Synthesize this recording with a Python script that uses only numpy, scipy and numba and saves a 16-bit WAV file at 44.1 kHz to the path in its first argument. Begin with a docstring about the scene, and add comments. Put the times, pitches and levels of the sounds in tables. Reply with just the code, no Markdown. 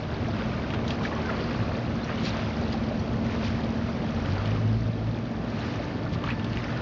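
"""A quay on a choppy lagoon. From the start, wind and boat traffic rumble behind droning diesels.
About once a second a small wave swells round posts and a jetty and drains away in a haze of tiny
bubbles, with slaps, plops of trapped air and spatters of spray. At 4 s one boat opens its throttle
for a second. Near 6 s come a last cluster of plops and spatters and a louder gearbox whine."""
import sys
import numpy as np
from scipy import signal
from scipy.fft import rfft, irfft
from scipy.io import wavfile
from scipy.ndimage import map_coordinates
from numba import njit

SR = 44100
rng = np.random.default_rng(int(sys.argv[2]) if len(sys.argv) > 2 else 0)


def unload_audio(sound):
    """Save the sound as a 16-bit wav file, at the path given as the first command line argument."""
    columns = np.transpose(np.atleast_2d(sound))
    # keep every value between -1 and 1, then stretch to whole-number steps
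    steps = np.round(np.clip(columns, -1, 1) * 32767)
    wavfile.write(sys.argv[1], SR, steps.astype(np.int16))


N = 300321
TIME_S = np.arange(N) / SR


def undb(db):
    """Decibels to gain."""
    return 10 ** (np.asarray(db) / 20)


def unit(x):
    """Scale to rms 1."""
    return x / np.sqrt(np.mean(x ** 2))


def curves(table):
    """Table columns, interpolated linearly in time."""
    times_s, *columns = np.transpose(table)
    return [np.interp(TIME_S, times_s, column) for column in columns]


def colour(x, spectrum):
    """Filter by (f/Hz, level/dB) points; rms 1."""
    hz, db = np.transpose(spectrum)
    bins_hz = np.maximum(np.fft.rfftfreq(N, 1 / SR), 1)
    gain = undb(np.interp(np.log(bins_hz), np.log(hz), db))
    return unit(irfft(rfft(x) * gain, N))


def walk(rate_hz):
    """Smooth random curve, rms 1."""
    steps = rng.standard_normal(size=2048)
    return unit(map_coordinates(steps, [TIME_S * rate_hz], order=3, mode="wrap"))


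def add(out, t_s, x):
    """Mix x in at t_s."""
    start = max(int(t_s * SR), 0)
    out[start:start + len(x)] += x[:max(N - start, 0)]


# Roar: t/s, level/dB
ROAR_LEVEL = [(0, -33), (0.7, -30), (1.1, -32.5), (3.3, -31.5), (4.5, -31.5), (5.5, -34), (6.2, -30.5),
              (6.81, -32)]
# Gusts: t/s, level/dB, half-width/s
WIND_GUSTS = [(0.294, -36, 0.14), (1.64, -28, 0.068), (3.137, -34, 0.13), (3.452, -37, 0.11),
              (6.142, -29, 0.04), (6.556, -29.5, 0.041)]
# Spectra: f/Hz, level/dB
ROAR_SPECTRUM = [(10, -48.5), (22, -30), (35, -20), (52, -8.5), (75, -7.5), (103, 0), (135, -2), (190, -6),
                 (260, -6.5), (340, -12.5), (600, -22.5), (3000, -76)]
GUST_SPECTRUM = [(25, -20.5), (55, -14), (100, 0.5), (150, -11.5), (300, -26), (2000, -86.5)]

def rumble():
    """Wind and far engines merge into a low roar; gusts buffet the microphone."""
    level_db, = curves(ROAR_LEVEL)
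    roar = colour(rng.standard_normal(N), ROAR_SPECTRUM) * undb(level_db)
    gust_gain = sum(undb(db) * np.exp(-((TIME_S - t_s) / width_s) ** 2) for t_s, db, width_s in WIND_GUSTS)
    return roar + gust_gain * colour(rng.standard_normal(N), GUST_SPECTRUM)


def engine(hz, orders, wander, flutter_db=1.0, flutter_hz=12):
    """Harmonics of a wavering shaft speed; each fades in and out on its way over the water."""
    phase = 2 * np.pi * np.cumsum(hz * (1 + wander * walk(9))) / SR
    out = np.zeros(N)
    for order, db in orders:
        rms = undb(db + flutter_db * walk(flutter_hz))
        out += np.sqrt(2) * rms * np.sin(order * phase + 2 * np.pi * rng.random())
    return out


# Diesel drone: t/s, level/dB
DIESEL_LEVEL = [(0, -41), (0.4, -34.5), (1.8, -35.5), (3.15, -31), (4.2, -32.5), (4.43, -40.5),
                (4.68, -31.5), (5.05, -40), (5.63, -34), (5.9, -42.5), (6.81, -37.5)]
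# Firing harmonics: order, level/dB
FERRY_HARMONICS = [(1, -12.5), (2, -13.5), (3, -12.5), (4, -4)]
LAUNCH_HARMONICS = [(2, -19.5), (4, -3.5)]

def diesels():
    """Two diesels with close firing rates beat against each other."""
    level_db, = curves(DIESEL_LEVEL)
    ferry = engine(hz=58.8, orders=FERRY_HARMONICS, wander=0.0029, flutter_db=1.2, flutter_hz=15)
    launch = engine(hz=54.7, orders=LAUNCH_HARMONICS, wander=0.0037)
    return (ferry + launch) * undb(level_db)


# Whine: t/s, level/dB
GEAR_LEVEL = [(0, -59.5), (1.5, -48), (2.5, -50.5), (4.9, -48), (6.4, -39), (6.81, -48)]
# Whine harmonics: order, level/dB
GEAR_HARMONICS = [(1, -2), (2, -11.5), (3, -11.5), (4, -16), (6, -15)]

def gearbox():
    """A gearbox whines at near-constant pitch."""
    level_db, = curves(GEAR_LEVEL)
    return engine(hz=294.6, orders=GEAR_HARMONICS, wander=0.0021, flutter_db=1.5) * undb(level_db)


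# Throttle run: t/s, firing f/Hz, level/dB
REV_RUN = [(4.05, 39, -41), (4.2, 42.4, -33.5), (4.32, 46.2, -30), (4.47, 52.93, -27), (4.7, 54.75, -25),
           (4.92, 55.87, -27), (5.1, 55.7, -28.5), (5.22, 56, -38)]
# Firing harmonics: order, level/dB
REV_HARMONICS = [(1, -12.5), (2, -1.5), (3, -13.5), (4, -19)]

def revving_boat():
    """A third engine speeds up, louder for a second."""
    firing_hz, level_db = curves(REV_RUN)
    return engine(firing_hz, REV_HARMONICS, wander=0.006) * undb(level_db)


@njit
def bubbles(samples, start_s, hz, cycles, amplitude, glide):
    """Each bubble rings for its cycles (to -60 dB), rising in pitch as it nears the surface."""
    out = np.zeros(samples)
    for k in range(len(start_s)):
        first, life = int(start_s[k] * SR), int(cycles[k] * SR / hz[k]) + 1
        step_rad = 2 * np.pi * hz[k] / SR
        phasor = amplitude[k] + 0j
        pole = np.exp(1j * step_rad - np.log(1000) / life)
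        bend = np.exp(1j * step_rad * glide / life)
        for i in range(first, min(first + life, samples)):
            phasor, pole = phasor * pole, pole * bend
            out[i] += phasor.imag
    return out


def froth(low_hz, high_hz, cycles, spread_db, haze_db, count):
    """Many near bubbles, a few much louder than the rest, over the merged hiss of far ones."""
    when, pitch, ring, rank = rng.random((count, 4)).T
    hz = low_hz * (high_hz / low_hz) ** pitch
    amplitude = undb(-spread_db * np.log(rank + 0.012)) * hz / high_hz
    near = bubbles(N, when * N / SR, hz, cycles * (.5 + ring), amplitude, glide=0.14)
    return unit(near) + undb(haze_db) * rng.standard_normal(N)


# Far chop: t/s, level/dB
CHOP_LEVEL = [(0, -39), (1.28, -35), (2.1, -37.5), (2.9, -36.5), (4.5, -38), (4.95, -42), (5.25, -39.5),
              (5.45, -37.5), (5.8, -38), (6.5, -42), (6.81, -38)]
# Chop filter: f/Hz, level/dB
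CHOP_EQ = [(100, -31.5), (270, -3), (350, -3.5), (480, -3), (630, -2), (900, -10), (2000, -19),
           (6000, -37.5), (8000, -57.5)]

def far_chop():
    """The chop further out merges into a dull, steady wash."""
    level_db, = curves(CHOP_LEVEL)
    wash = froth(low_hz=255.5, high_hz=1160, cycles=18, spread_db=2.9, haze_db=16.5, count=5000)
    return colour(wash, CHOP_EQ) * undb(level_db)


def quay_echo(x, echo_db, t60_s):
    """Posts, jetty and quay wall scatter each splash into a short tail."""
    t_s = np.arange(SR // 4) / SR
    tail = rng.standard_normal(len(t_s)) * undb(-60 * t_s / t60_s) * (t_s > .003)
    return x + undb(echo_db) * signal.fftconvolve(x, tail / np.linalg.norm(tail))[:N]


# Falling spray: t/s, peak level/dB, f/Hz
DROPS = [(0.704, -27, 2760), (0.7384, -22.5, 2440), (0.8794, -26.5, 3860), (0.9058, -24, 3100),
         (1.054, -44, 2570), (1.5103, -26.5, 2410), (2.253, -28, 4250), (4.2594, -27, 2950),
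         (4.4577, -28, 3020), (6.2395, -25.5, 2900), (6.304, -22.5, 2550), (6.396, -30, 2710),
         (6.445, -26.5, 3430), (6.5323, -30, 2855), (6.572, -22, 2660)]

def spatters(scatter_oct, cycles, decay_s, lesser_db, count):
    """Spray lands as one large drop and a quickly thinning shower of lesser ones."""
    out = np.zeros(N)
    lesser = np.arange(count) > 0
    for t_s, db, hz in DROPS:
        when, pitch, rank = rng.random((count, 3)).T
        start_s = -decay_s * np.log(1 - when) * lesser
        drop_hz = hz * 2 ** (scatter_oct * (2 * pitch - .9) * lesser)
        amplitude = np.where(lesser, undb(lesser_db) * rank * (1 - when / 2), 1)
        shower = bubbles(SR // 4, start_s, drop_hz, np.full(count, cycles), amplitude, glide=.1)
        add(out, t_s, shower * undb(db) / np.abs(shower).max())
    return out


# Air trapped by waves, deep glugs to bright drips: t/s, level/dB, f/Hz
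AIR_POCKETS = [(0.282, -24, 676), (0.534, -29, 1460), (0.736, -27, 1410), (0.791, -25, 497),
               (1.009, -24.5, 1085), (1.051, -20, 1730), (1.114, -22.5, 1110), (1.126, -26, 1740),
               (1.161, -25, 1100), (1.252, -24, 1530), (1.293, -18.5, 1370), (1.311, -23.5, 676),
               (2.033, -29.5, 4170), (2.179, -28, 3050), (2.353, -28, 1096), (2.727, -29.5, 4820),
               (2.744, -23.5, 780), (2.911, -19, 600), (2.994, -33, 4470), (4.039, -26.5, 720),
               (5.8, -23, 565), (6.062, -28.5, 1410), (6.157, -28.5, 1160), (6.24, -23.5, 1145),
               (6.288, -22.5, 1760), (6.307, -23.5, 2580), (6.765, -26, 1460)]

def plops(attack_s, ring_1khz_s, glide, shed_db, shed_s, count):
    """Each air pocket pinches off, rings and sheds a few bubbles just afterwards."""
    out = np.zeros(N)
    pinch = 1 - np.exp(-np.arange(SR // 4) / SR / attack_s)
    shed = np.arange(count) > 0
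    for t_s, db, hz in AIR_POCKETS:
        when, pitch = rng.random((count, 2)).T
        bubble_hz = hz * (1 - glide / 5) * 2 ** ((pitch - .45) * shed)
        cycles = ring_1khz_s * bubble_hz * (1000 / bubble_hz) ** 0.3  # small bubbles die sooner
        plop = bubbles(SR // 4, shed_s * when * shed, bubble_hz, cycles, undb(shed_db * shed), glide)
        add(out, t_s, pinch * plop * undb(db))
    return out


# Waves: crest t/s, wash level/dB, spray level/dB, swell/s, drain/s
CRESTS = [(0.55, -41.5, -50.5, 0.72, 0.88), (1.4, -40.5, -48, 0.38, 0.85), (2.34, -42, -45.5, 0.31, 0.63),
          (3.37, -41, -46.5, 0.15, 0.58), (4.539, -41.5, -48.5, 0.66, 0.15), (5.67, -41, -46.5, 0.15, .3),
          (6.761, -40.5, -49, 0.41, .5)]
# Crests slapping a post: t/s, wash level/dB, spray level/dB, half-width/s
POST_SLAPS = [(0.418, -38, -57, 0.017), (0.745, -35, -43, 0.0062), (0.908, -46, -43.5, 0.05),
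              (1.05, -41, -40.5, 0.03), (2.104, -35, -69, 0.025), (2.266, -57, -35.5, 0.034),
              (2.377, -37, -50, 0.046), (2.73, -41, -45, 0.021), (3.46, -46, -41.5, 0.023),
              (6.139, -58, -43, 0.017), (6.29, -36, -50, 0.051)]

def surge(calm_wash_db, calm_spray_db):
    """Wash and spray levels in dB: waves swell and drain over calm ripples, slaps add bursts."""
    power = undb([[calm_wash_db], [calm_spray_db]]) ** 2
    for t_s, wash_db, spray_db, swell_s, drain_s in CRESTS:
        age_s = TIME_S - t_s
        envelope = np.exp(-np.where(age_s < 0, (age_s / swell_s) ** 2, age_s / drain_s))
        power = power + (undb([[wash_db], [spray_db]]) * envelope) ** 2
    for t_s, wash_db, spray_db, width_s in POST_SLAPS:
        envelope = np.exp(-((TIME_S - t_s) / width_s) ** 2)
        power = power + (undb([[wash_db], [spray_db]]) * envelope) ** 2
    return 10 * np.log10(power)


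# Wash and spray filters: f/Hz, level/dB
WASH_EQ = [(350, -10), (700, -3), (1200, 1.5), (1700, -1.5), (2500, -6.5), (3500, -13.5), (5000, -26.5),
           (7500, -46)]
SPRAY_EQ = [(1200, -9), (2400, 2), (3300, 0.5), (4700, -1), (5700, -7), (6500, -14.5), (7100, -24),
            (7800, -36)]

def lapping():
    """Each wave swells the gurgling wash and throws up finer spray, both in uneven spurts."""
    wash_db, spray_db = surge(calm_wash_db=-48.5, calm_spray_db=-52.5)
    spurt = walk(rate_hz=45)
    wash = froth(low_hz=493, high_hz=4590, cycles=27, spread_db=3.0, haze_db=7, count=5000)
    spray = froth(low_hz=2000, high_hz=7500, cycles=29, spread_db=4.0, haze_db=6.5, count=7000)
    return (colour(wash, WASH_EQ) * undb(wash_db + 0.54 * spurt)
            + colour(spray, SPRAY_EQ) * undb(spray_db + 0.5 * spurt))


def scene():
    """Near water in front of boats and wind; mono."""
    pockets = plops(attack_s=0.001, ring_1khz_s=0.031, glide=0.082, shed_db=-11, shed_s=0.013, count=4)
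    drops = spatters(scatter_oct=0.61, cycles=17.4, decay_s=0.0034, lesser_db=-6, count=20)
    splashes = quay_echo(pockets + drops, echo_db=-10.5, t60_s=0.069)
    water = lapping() + splashes + far_chop()
    boats = diesels() + gearbox() + revving_boat()
    return (water + boats + rumble())[None]


def record(dry):
    """A small camera drops the deepest bass and cuts the treble steeply."""
    low_hz, top_hz = 22, 7350
    highpass = signal.butter(2, low_hz, "highpass", fs=SR, output="sos")
    lowpass = signal.ellip(10, .2, 75, top_hz, fs=SR, output="sos")
    return signal.sosfilt(lowpass, signal.sosfilt(highpass, dry))


dry = scene()
out = record(dry)
unload_audio(out)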